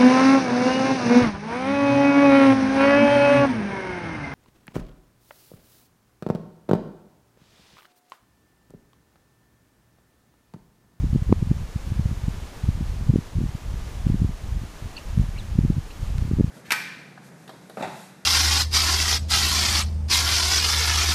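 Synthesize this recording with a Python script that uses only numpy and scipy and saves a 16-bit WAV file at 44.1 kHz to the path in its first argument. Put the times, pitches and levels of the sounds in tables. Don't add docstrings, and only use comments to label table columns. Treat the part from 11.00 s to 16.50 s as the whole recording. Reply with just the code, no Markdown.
import sys
import numpy as np
from scipy import signal
from scipy.fft import rfft, irfft
from scipy.io import wavfile

SR = 44100
rng = np.random.default_rng(int(sys.argv[2]) if len(sys.argv) > 2 else 0)


def unload_wav(signal):
    wavfile.write(
        sys.argv[1],
        SR,
        np.round(np.clip(np.atleast_2d(signal).T, -1, 1) * 32767).astype(np.int16),
    )


N = 242550
TIME = np.arange(N) / SR


def wind(rumble_db=-4.0, rasp_db=-28):
    # (time [s], level [dB], frequency [Hz])
    eddies = [(0.043, -14, 200), (0.133, -9.5, 130), (0.151, -11, 169), (0.16, -6, 187), (0.224, -11, 115),
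              (0.296, -16.5, 267), (0.306, -10.5, 149), (0.319, -9.5, 149), (0.3267, 2, 307),
              (0.331, -31, 182), (0.428, -9, 143), (0.515, -4.5, 167), (0.762, -13, 116), (0.922, -13, 115),
              (0.996, -8, 128), (1.059, -8.5, 103), (1.115, -15, 147), (1.241, -14.5, 93),
              (1.284, -10, 150), (1.641, -12, 107), (1.69, -6.5, 122), (1.811, -16, 185),
              (2.095, -3.5, 120), (2.103, -6.5, 129), (2.139, -7, 187), (2.16, -4.5, 247),
              (2.188, -10.5, 163), (2.388, -16, 196), (2.416, -13.5, 181), (2.44, -12.5, 169),
              (2.552, -16.5, 137), (2.743, -19, 115), (3.069, -5, 152), (3.101, -8, 177),
              (3.145, -9.5, 187), (3.22, -7, 135), (3.248, -11.5, 175), (3.637, -22.5, 193),
              (4.178, -7, 139), (4.198, -8, 132), (4.215, -12, 114), (4.59, -2.5, 164), (4.639, -13, 143),
              (4.651, -7, 167), (4.703, -5.5, 182), (4.782, -12, 125), (5.223, -11, 78), (5.314, -10, 217),
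              (5.337, -10, 154), (5.388, -11, 210), (5.399, -6, 222), (5.409, -3.5, 216),
              (5.445, -6.5, 160)]
    # (frequency [Hz], relative level [dB])
    rumble_spectrum = [(8, -20), (22, -13.5), (42, -4), (70, -12), (120, -19.5), (200, -21.5), (400, -61),
                       (900, -90)]
    # (frequency [Hz], relative level [dB])
    rasp_spectrum = [(120, -7), (270, 0), (450, -6), (650, -18), (1000, -64), (2000, -80)]
    rumble = amp(breeze(TIME) + rumble_db) * noise(rumble_spectrum)
    low_flutter = flutter(260, level_db=4.5, spread_db=8.5, centre_hz=67.4, quickening=0.4, log_spread=0.4)
    mid_flutter = flutter(150, level_db=2, spread_db=6, centre_hz=113.3, quickening=0.28, log_spread=0.47)
    buffets = thumps(eddies, roundness=3.36) + mid_flutter
    buffet_envelope = abs(signal.hilbert(buffets))
    rasp = amp(rasp_db) * buffet_envelope * noise(rasp_spectrum)
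    return rumble + low_flutter + buffets + rasp


def thumps(eddies, roundness, lean_rad=2.27, lean_spread_rad=0.52):
    out = np.zeros(N)
    t = np.arange(-(SR // 20), SR // 20) / SR
    for (s, db, hz), chance in zip(eddies, rng.standard_normal(len(eddies))):
        swing = (1 - 2j * np.pi * hz * t / roundness) ** -roundness
        lopsided = np.exp(1j * (lean_rad + lean_spread_rad * chance))
        add(out, s + t[0], amp(db) * (swing * lopsided).real)
    return out


def flutter(count, level_db, spread_db, centre_hz, quickening, log_spread):
    jitter, strength, pace = rng.uniform(-1.01, 1, (count, 3)).T
    times = (np.arange(count) + .5 + jitter / 2) * TIME[-1] / count
    breeze_db = breeze(times)
    db = breeze_db + level_db + spread_db * strength
    hz = centre_hz * amp(quickening * (breeze_db - breeze_db.mean())) * np.exp(log_spread * pace)
    return thumps(np.transpose([times, db, hz]), roundness=3.3)


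def breeze(times, build_db_per_s=416, die_db_per_s=360, calm_db=-42.5):
    # (time [s], duration [s], level [dB])
    gusts = [(0.0, 0.18, -25), (0.278, 0.35, -26), (0.877, 0.3, -29), (1.237, 0.21, -32.5),
             (1.668, 0.44, -28), (2.076, 0.092, -22.5), (2.365, 0.12, -22.5), (2.648, 0.51, -34),
             (3.068, 0.23, -22), (3.446, 0.17, -27.5), (3.826, 0.032, -30), (4.083, 0.64, -32.5),
             (4.18, 0.046, -21), (4.524, 0.26, -25.5), (5.006, 0.1, -30), (5.124, 0.38, -25)]
    power = amp(calm_db) ** 2
    for start, length, db in gusts:
        before_db = build_db_per_s * np.maximum(start - times, 0)
        after_db = die_db_per_s * np.maximum(times - start - length, 0)
        power = power + amp(db - before_db - after_db) ** 2
    return 10 * np.log10(power)


def bird(gain_db=0.5, warble_depth_hz=170, warble_rate_hz=190, voice_split_hz=3100, fade_db=-6.5):
    # (time [s], duration [s], first pitch [Hz], last pitch [Hz], relative level [dB])
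    notes = [(3.967, 0.0068, 4460, 4300, -30), (3.962, 0.015, 2740, 2620, -41),
             (3.977, 0.0102, 2770, 2730, -32.5), (4.358, 0.028, 2250, 2350, -45),
             (4.376, .018, 2650, 2820, -41), (4.384, .029, 4310, 3180, -41),
             (4.902, 0.018, 2500, 2950, -45), (4.909, 0.011, 4250, 3880, -48)]
    out = np.zeros(N)
    for start, length, first_hz, last_hz, db in notes:
        t = np.arange(0, length, 1 / SR)
        glide_hz = first_hz + (last_hz - first_hz) * t / length
        depth_hz = warble_depth_hz if first_hz < voice_split_hz else 0
        warble_hz = depth_hz * np.sin(2 * np.pi * (warble_rate_hz * t + rng.random()))
        cycles = np.cumsum(glide_hz + warble_hz) / SR
        envelope = signal.windows.tukey(len(t), alpha=.25) * amp(fade_db * t / length)
        add(out, start, amp(db + gain_db) * envelope * np.sin(2 * np.pi * cycles))
    return out


def tick(decay_s=0.00055):
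    # (time [s], initial level [dB])
    snaps = [(5.1824, -30.5)]
    # (frequency [Hz], relative level [dB])
    spectrum = [(1000, 14), (2700, 18), (4000, 20), (5200, 21), (8000, -6), (15000, 10)]
    out = np.zeros(N)
    t = np.arange(SR // 50) / SR
    for s, db in snaps:
        add(out, s, amp(db) * noise(spectrum)[:len(t)] * np.exp(-t / decay_s))
    return out


def scatter(direct, wet_db=-15, t60_s=.15):
    t = np.arange(SR // 3) / SR
    tail = rng.standard_normal(len(t)) * amp(-60 * t / t60_s)
    return direct + amp(wet_db) * signal.fftconvolve(direct, tail / np.linalg.norm(tail))[:N]


def field(gain_db=10.0, flicker_db=0.36):
    # (frequency [Hz], relative level [dB])
    spectrum = [(20, 6.5), (130, 6.5), (300, 4.5), (450, 2), (680, 0), (930, 0), (1350, -4), (2800, -7.5),
                (5000, -11), (6900, -12), (7700, -15), (11000, -18.5), (15000, -24.5)]
    # (time [s], relative level [dB])
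    drift = [(0, -57), (0.4, -56.5), (0.7, -54.5), (1.5, -53.5), (2.5, -55.5), (2.9, -53), (3.3, -55.5),
             (4.05, -53.5), (4.7, -55.5), (5.1, -54), (5.5, -56.5)]
    drift_db = np.interp(TIME, *np.transpose(drift))
    return amp(drift_db + gain_db + flicker_db * wander(rate_hz=16)) * noise(spectrum)


def whine(waver_rad=0.98):
    # (frequency [Hz], rms level [dB])
    tones = [(1207, -66.5), (1704, -68.5), (6306.5, -73.5), (6803, -75)]
    out = np.zeros(N)
    for hz, db in tones:
        phase = 2 * np.pi * hz * TIME + waver_rad * wander(rate_hz=2.4)
        out += amp(db) * np.sqrt(2) * np.sin(phase)
    return out


def noise(spectrum):
    hz, db = np.transpose(spectrum)
    bins = np.fft.rfftfreq(N, 1 / SR)
    gain = amp(np.interp(np.log(bins + 1), np.log(hz), db))
    return unit(irfft(rfft(rng.standard_normal(N)) * gain, N))


def wander(rate_hz):
    bins = np.fft.rfftfreq(N, 1 / SR)
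    gain = np.exp(-(bins / rate_hz) ** 2)
    return unit(irfft(rfft(rng.standard_normal(N)) * gain, N))


def add(mix, s, sound):
    start = round(s * SR)
    sound = sound[max(-start, 0):]
    part = mix[max(start, 0):][:len(sound)]
    part += sound[:len(part)]


def amp(db):
    return 10 ** (np.asarray(db) / 20)


def unit(x):
    return x / np.sqrt(np.mean(x ** 2) + 1e-20)


def scene():
    return (wind() + field() + whine() + scatter(bird() + tick()))[None]


def record(dry, full_scale=.675, cutoff_hz=15480):
    clipped = np.clip(dry, -full_scale, full_scale)
    lowpass = signal.firwin(601, cutoff_hz, window=("kaiser", 9), fs=SR)
    return signal.oaconvolve(clipped, lowpass[None], "same")


dry = scene()
out = record(dry)
unload_wav(out)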